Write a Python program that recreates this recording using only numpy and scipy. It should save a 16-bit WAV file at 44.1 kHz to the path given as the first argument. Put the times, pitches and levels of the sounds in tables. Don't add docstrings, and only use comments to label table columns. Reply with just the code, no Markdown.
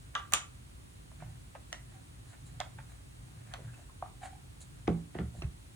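import sys
import numpy as np
from scipy import signal
from scipy.fft import rfft, irfft, next_fast_len
from scipy.io import wavfile
from scipy.ndimage import uniform_filter1d

SR = 44100
rng = np.random.default_rng(int(sys.argv[2]) if len(sys.argv) > 2 else 0)


def wav_record(signal):
    frames = np.transpose(np.atleast_2d(signal))
    bounded = np.clip(frames, -1, 1)
    quanta = np.round(bounded * 32767).astype(np.int16)
    wavfile.write(sys.argv[1], SR, quanta)


N = 253575


# start_s, level_db, cutoff_hz, crack_db
SNAPS = [(0.1518, -30.5, 4200, -3.5), (0.1553, -30, 2000, -22), (0.161, -34, 1720, -13),
         (0.3227, -40, 14000, -13), (0.3357, -20.5, 17800, 2), (0.3375, -23.5, 13100, -0.5),
         (0.346, -40, 12000, 12)]
# pitch_hz, level_db, t60_s
FREE_CASE_MODES = [(560, -30, 0.068), (760, -16, 0.061), (1175, 1, 0.079), (1375, -0.5, 0.03),
                   (1603, -2, 0.032), (1960, -1.5, 0.025), (2330, -17, 0.045), (2920, 7.5, 0.011),
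                   (3760, 5, 0.0054), (4050, -15, 0.08), (6400, 12, 0.005), (7070, 12, 0.0064),
                   (8230, 4, 0.015), (8660, 11.5, 0.0071), (10600, 7.5, 0.005), (14200, 17, 0.0043)]

def snaps(rattle_db=-12):
    out = np.zeros((2, N))
    for s, db, cutoff_hz, crack_db in SNAPS:
        hit = blow(FREE_CASE_MODES, cutoff_hz, crack_db, crack_t60=0.01, apart_hz=8100,
                   rise_cycles=0.58, crack_rise_s=0.0001)
        add(out, s, amp(db) * (with_room(hit, wet_db=-6) + amp(rattle_db) * rattle(cutoff_hz)))
    return out


# frequency_hz, density_db
CHATTER_SPECTRUM = [(150, -5), (550, 5.5), (900, 13.5), (2500, 2.5), (3800, 3), (4900, -3), (7000, -2),
                    (10500, -6), (15000, -23)]

def rattle(cutoff_hz, contacts_per_s=2500, scatter_db=4, t60=0.23):
    t = np.arange(SR * 2 // 5) / SR
    contacts = impulses(len(t), contacts_per_s, scatter_db)
    colour = lambda hz: amp(along(CHATTER_SPECTRUM, hz)) / np.hypot(1, (hz / cutoff_hz) ** 2)
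    chatter = spread(filtered(contacts, colour), ROOM_LIKENESS) * amp(-60 * t / t60)
    return unit(chatter) * np.sqrt(.005 / t[-1])


# start_s, level_db, cutoff_hz, ring_share (of the ring time, left by the grip)
KNOCKS = [(1.22, -45.5, 420, 0.17), (4.8793, -18.5, 1520, 0.94), (4.902, -22, 378, 0.66),
          (4.936, -34, 260, 0.45), (5.1526, -32.5, 900, 0.74), (5.19, -28, 547, 0.45),
          (5.206, -29.5, 420, 0.46), (5.232, -30.5, 133, 0.55), (5.376, -33.5, 115, 0.9),
          (5.421, -39.5, 433, 0.9), (5.439, -25.5, 104, 0.21)]
# pitch_hz, level_db, undamped_t60_s
DESK_MODES = [(69.7, -3, 0.58), (116.7, -8, 0.55), (167, 0.5, 0.41), (200.3, -4.5, 0.21), (228.6, -2, 0.31),
              (287.5, -21.5, 0.88), (336, 21, 0.021), (388.6, -3.5, 0.22), (419, -14, 0.24),
              (475, -13.5, 0.29), (576, -10, 0.25), (701, -6.5, 0.1), (788, 7.5, 0.029), (1130, -4, 0.026)]

def knocks():
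    out = np.zeros((2, N))
    for s, db, cutoff_hz, ring_share in KNOCKS:
        modes = np.array(DESK_MODES) * [1, 1, ring_share]
        hit = blow(modes, cutoff_hz, crack_db=-18, crack_t60=0.023, apart_hz=1900,
                   rise_cycles=0.53, crack_rise_s=0.00056)
        add(out, s, amp(db) * with_room(hit, wet_db=-10.5, build_s=0.0022))
    return out


# start_s, level_db, cutoff_hz, shell_hz, part_hz, part_db, crack_db
TICKS = [(1.115, -58.5, 1300, 636, 1020, 25, -18), (1.2216, -45, 1490, 720, 950, 16, -22),
         (1.551, -44.5, 1630, 604, 890, 20.5, -9), (1.7277, -35, 14700, 640, 1960, 19, -3.5),
         (2.331, -58.5, 3500, 666, 2010, 17, -9), (2.6023, -32, 14200, 724, 690, 17, -5),
         (2.7862, -48.5, 1830, 890, 1500, 20.5, -1), (3.5378, -38, 12700, 703, 1300, 19.5, -3),
         (4.0235, -32.5, 980, 749, 1166, 21, -7), (4.059, -48, 1220, 850, 1200, 22, -7),
         (4.6065, -58, 14000, 890, 6840, 37, -4), (4.8767, -37, 3800, 775, 2080, 15.5, -1.5),
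         (5.1495, -43.5, 2000, 710, 1950, 3, -12), (5.1868, -41, 2190, 744, 1940, 20, 3),
         (5.4197, -45.5, 2200, 666, 1280, 19.5, -2)]
# shell_pitch_ratio, level_db, t60_s
HELD_CASE_MODES = [(.84, -4, 0.05), (1, 10, 0.042), (1.2, -5, 0.015), (1.5, -24, .03), (2.05, 0, 0.023),
                   (2.9, 0, 0.026), (4.6, 17, 0.0076), (6.2, 11, 0.0046), (8.6, 11, .005), (15, -2, 0.0021)]

def ticks(part_t60=0.01):
    out = np.zeros((2, N))
    for s, db, cutoff_hz, shell_hz, part_hz, part_db, crack_db in TICKS:
        shell = np.array(HELD_CASE_MODES) * [shell_hz, 1, 1]
        modes = np.vstack([(part_hz, part_db, part_t60), shell])
        hit = blow(modes, cutoff_hz, crack_db, crack_t60=0.013, apart_hz=4230,
                   rise_cycles=1.3, crack_rise_s=0.000057)
        add(out, s, amp(db) * with_room(hit, wet_db=-9.5, build_s=0.00063))
    return out


# start_s, level_db
PINGS = [(5.4205, -42), (5.443, -53)]
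# pitch_hz, level_db, t60_s
METAL_MODES = [(2660, 6, 0.029), (4150, -7, 0.022), (5630, -9, 0.028)]

def pings():
    out = np.zeros((2, N))
    for s, db in PINGS:
        hit = blow(METAL_MODES, cutoff_hz=9000, crack_db=-20, crack_t60=0.005, apart_hz=6000,
                   rise_cycles=2.6, crack_rise_s=0.00024)
        add(out, s, amp(db) * with_room(hit, wet_db=-14))
    return out


# frequency_hz, density_db
CRACK_SPECTRUM = [(200, 0.5), (600, -25), (1200, 13), (2000, 4.5), (3500, 15), (4900, -1), (6300, 10.5),
                  (8000, 2.5), (11000, -7), (16000, -15.5)]
# frequency_hz, left_right_likeness
CRACK_LIKENESS = [(1000, 0.13), (7000, 0.45)]

def blow(modes, cutoff_hz, crack_db, crack_t60, apart_hz, rise_cycles, crack_rise_s):
    hz, db, t60 = np.transpose(modes)[:, :, None]
    t = np.arange(SR * 2 // 5) / SR
    apart = rng.normal(0, 1, (2, len(hz), 1)) * np.minimum(hz / apart_hz, 1)
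    phase = np.pi * np.arange(len(hz))[:, None] + apart
    size = amp(db + rng.normal(0, 1, hz.shape))
    envelope = amp(-60 * t / t60) * (1 - np.exp(-(t * hz / rise_cycles) ** 2))
    ring = (size * envelope * np.sin(2 * np.pi * hz * t + phase)).sum(1)
    crack = spread(noise(CRACK_SPECTRUM, (2, len(t))), CRACK_LIKENESS)
    crack *= amp(-60 * t / crack_t60) * (1 - np.exp(-t / crack_rise_s))
    lowpass = signal.butter(3, cutoff_hz, fs=SR, output="sos")
    hit = signal.sosfilt(lowpass, unit(ring) + amp(crack_db) * unit(crack))
    return unit(to_microphones(hit)) * np.sqrt(.005 / t[-1])


# frequency_hz, density_db
RASP_SPECTRUM = [(250, -60), (550, 16.5), (780, 19.5), (1050, 14), (1800, 16.5), (3300, 1.5), (5000, -8),
                 (15000, -29)]
HISS_SPECTRUM = [(1000, -68), (4000, 19), (5500, 4.5), (7000, 21), (9000, 18.5), (11000, 14), (15000, -102)]
THUD_SPECTRUM = [(30, -72), (70, -3), (125, 25), (200, -2.5), (320, -3.5), (600, -48), (2000, -69)]

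def rubbing(slips_per_s=1500, scatter_db=3):
    slips = impulses(N, slips_per_s, scatter_db)
    rasp = filtered(slips, lambda hz: amp(along(RASP_SPECTRUM, hz)))
    hiss = noise(HISS_SPECTRUM, (2, N))
    thud = noise(THUD_SPECTRUM, (2, N))
    layers = np.array([unit(spread(x, ROOM_LIKENESS)) for x in (rasp, hiss, thud)])
    return with_room((friction() * layers).sum(0), wet_db=-9)


# time_s, level_db
GRIP = [(0.9, -75), (1.27, -48.5), (1.56, -64.5), (2.4, -55), (2.53, -48.5), (2.66, -59), (2.84, -49.5),
        (2.89, -68), (3.41, -48.5), (3.53, -69), (3.64, -43), (3.99, -87), (4.79, -50.5), (4.849, -63)]
# middle_s, length_s, rasp_db, hiss_db
SLIDES = [(1.21, 0.052, -63, -83), (1.305, 0.084, -75, -83), (1.944, 0.18, -68.5, -74),
          (2.308, 0.14, -72, -66.5), (2.472, 0.06, -97, -64), (2.915, 0.12, -68, -69),
          (3.51, 0.13, -61, -71), (3.78, 0.24, -69, -72), (4.25, 0.099, -51, -57.5),
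          (4.619, 0.043, -81, -53), (5.387, 0.14, -68, -64.5)]

def friction(medium_hz=1950, scuff_db=-6.5, longest_scuff_s=0.044, scrape_db=-26, scrape_s=0.044):
    def stroke(track, middle_s, length_s, db):
        add(track, middle_s - length_s / 2, amp(db) * swell(length_s)[None])

    grip_s, grip_db = np.transpose(GRIP)
    grip = amp(np.interp(np.arange(N) / SR, grip_s, grip_db, left=-np.inf, right=-np.inf))[None]
    rasp, hiss, thud = grip * amp(-21.5), grip * amp(-27), grip * amp(-1.5)
    for s, length_s, rasp_db, hiss_db in SLIDES:
        stroke(rasp, s, length_s, rasp_db)
        stroke(hiss, s, length_s, hiss_db)
    for s, db, cutoff_hz, *_ in TICKS:
        hardness = np.log2(cutoff_hz / medium_hz)
        length_s = min(0.22 * 0.53 ** hardness, longest_scuff_s)
        touch_db = 20 * min(hardness, 0) - max(hardness, 0)
        stroke(rasp, s + length_s / 4, length_s, db + scuff_db + touch_db)
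    for s, db, cutoff_hz, *_ in SNAPS:
        touch_db = 20 * min(np.log2(cutoff_hz / medium_hz), 0)
        stroke(rasp, s, scrape_s, db + scrape_db + touch_db)
    return np.array([rasp, hiss, thud])


# middle_s, length_s, level_db
SQUEAKS = [(1.305, 0.064, -66), (1.958, 0.055, -60), (4.221, 0.018, -50), (4.237, 0.015, -39),
           (4.259, .028, -43.5), (4.333, 0.014, -50), (4.356, 0.015, -54)]

def squeaks(shell_hz=772, waver=0.023, overtone_db=-17):
    out = np.zeros((2, N))
    for s, length_s, db in SQUEAKS:
        pressure = swell(length_s)
        drift = unit(uniform_filter1d(rng.standard_normal(len(pressure)), size=100))
        phase = 2 * np.pi * np.cumsum(shell_hz * (1 + waver * drift)) / SR
        overtones = sum(np.sin(k * phase) * 2 / k for k in range(2, 6))
        tone = unit(np.sin(phase) + amp(overtone_db) * overtones)
        add(out, s - length_s / 2, amp(db) * (pressure * tone)[None])
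    return with_room(out, wet_db=-8)


# middle_s, length_s, level_db, pitch_hz
CREAKS = [(3.515, 0.048, -60, 1680), (3.597, 0.054, -54.5, 540), (3.686, 0.027, -57.5, 1600),
          (3.706, 0.043, -65, 1700), (3.737, .025, -60, 1560), (3.749, 0.051, -62.5, 2640),
          (3.792, 0.05, -60.5, 720), (3.897, .026, -58, 1090), (5.187, 0.022, -61, 2000),
          (5.213, .03, -54, 1350), (5.355, 0.06, -58, 660)]

def creaks(slips_per_s=260, gap_scatter=0.19, scatter_db=4, t60=0.02):
    out = np.zeros((2, N))
    t = np.arange(SR // 20) / SR
    for s, length_s, db, hz in CREAKS:
        strain = swell(length_s)
        gaps, sizes = rng.standard_normal((2, 64))
        slip_samples = (np.cumsum(np.exp(gap_scatter * gaps)) / slips_per_s * SR).astype(int)
        slips = np.bincount(slip_samples, amp(scatter_db * sizes), len(strain))[:len(strain)]
        ring = amp(-60 * t / t60) * np.sin(2 * np.pi * hz * t)
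        creak = signal.fftconvolve(slips * strain, ring)
        strain_rms = np.sqrt(np.sum(strain ** 2) / len(creak))
        add(out, s - length_s / 2, amp(db) * strain_rms * unit(creak)[None])
    return with_room(to_microphones(out), wet_db=-8)


# frequency_hz, t60_s
ROOM_DECAY = [(100, 0.32), (400, 0.28), (1200, 0.31), (4000, 0.24), (8000, 0.23), (10500, 0.13),
              (15000, 0.036)]
# frequency_hz, left_right_likeness
ROOM_LIKENESS = [(150, 0.96), (400, 0.42), (900, 0.065), (2000, 0.86), (8000, 0.92)]

def with_room(x, wet_db, build_s=0.00092):
    hz, t, bands = signal.stft(rng.standard_normal((2, SR // 2)), SR, nperseg=256)
    decay = amp(-60 * t / along(ROOM_DECAY, hz)[:, None])
    tail = spread(signal.istft(bands * decay, SR, nperseg=256)[1], ROOM_LIKENESS)
    tail *= 1 - np.exp(-(np.arange(tail.shape[1]) / SR / build_s) ** 2)
    tail /= np.linalg.norm(tail[0])
    return x + amp(wet_db) * signal.fftconvolve(x, tail, axes=1)[:, :x.shape[1]]


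# frequency_hz, density_db
ROOM_TONE_SPECTRUM = [(15, -69), (30, -28), (50, 3.5), (80, -3), (120, -1.5), (190, -15), (290, -14.5),
                      (450, -23), (1000, -25), (2200, -28.5), (4000, -30.5), (5200, -35), (9500, -31.5),
                      (11000, -34), (12500, -32), (15500, -43)]
# frequency_hz, left_right_likeness
ROOM_TONE_LIKENESS = [(120, 0.94), (290, -0.16), (700, -0.63), (5000, -0.25), (8500, 1), (10500, 0.35),
                      (12000, -1.92), (15000, 0.52)]

def room_tone(level_db=-51.5):
    return amp(level_db) * unit(spread(noise(ROOM_TONE_SPECTRUM, (2, N)), ROOM_TONE_LIKENESS))


def to_microphones(x, left_lead_s=0.00011):
    return filtered(x, lambda hz: np.exp(1j * np.pi * hz * left_lead_s * np.array([[1], [-1]])))


def spread(pair, likeness):
    angle = lambda hz: np.arccos(np.clip(along(likeness, hz), -1, 1)) / 2
    mid, side = filtered(pair, lambda hz: np.array([np.cos(angle(hz)), np.sin(angle(hz))]))
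    return np.array([mid + side, mid - side])


def impulses(n, per_s, scatter_db):
    occurs = rng.random(n) < per_s / SR
    return occurs * amp(scatter_db * rng.standard_normal(n)) * rng.standard_normal((2, n))


def noise(spectrum, shape):
    return unit(filtered(rng.standard_normal(shape), lambda hz: amp(along(spectrum, hz))))


def filtered(x, response):
    n = x.shape[-1]
    padded = next_fast_len(n + 8192)
    return irfft(rfft(x, padded) * response(np.fft.rfftfreq(padded, 1 / SR)), padded)[..., :n]


def along(points, hz):
    point_hz, values = np.transpose(points)
    return np.interp(np.log(hz + 1), np.log(point_hz + 1), values)


def swell(length_s):
    return np.hanning(round(length_s * SR))


def amp(db):
    return 10 ** (db / 20)


def unit(x):
    return x / np.sqrt(np.mean(x ** 2) + 1e-20)


def add(track, start_s, x):
    part = track[:, round(start_s * SR):][:, :x.shape[1]]
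    part += x[:, :part.shape[1]]


def scene():
    handling = snaps() + ticks() + pings() + knocks() + rubbing() + squeaks() + creaks()
    rightward = np.array([[-1], [1]])
    return handling * amp(0.9 * rightward) + room_tone() * amp(0.3 * rightward)


def record(dry, top_hz=16700):
    return filtered(dry, lambda hz: hz < top_hz)


dry = scene()
out = record(dry)
wav_record(out)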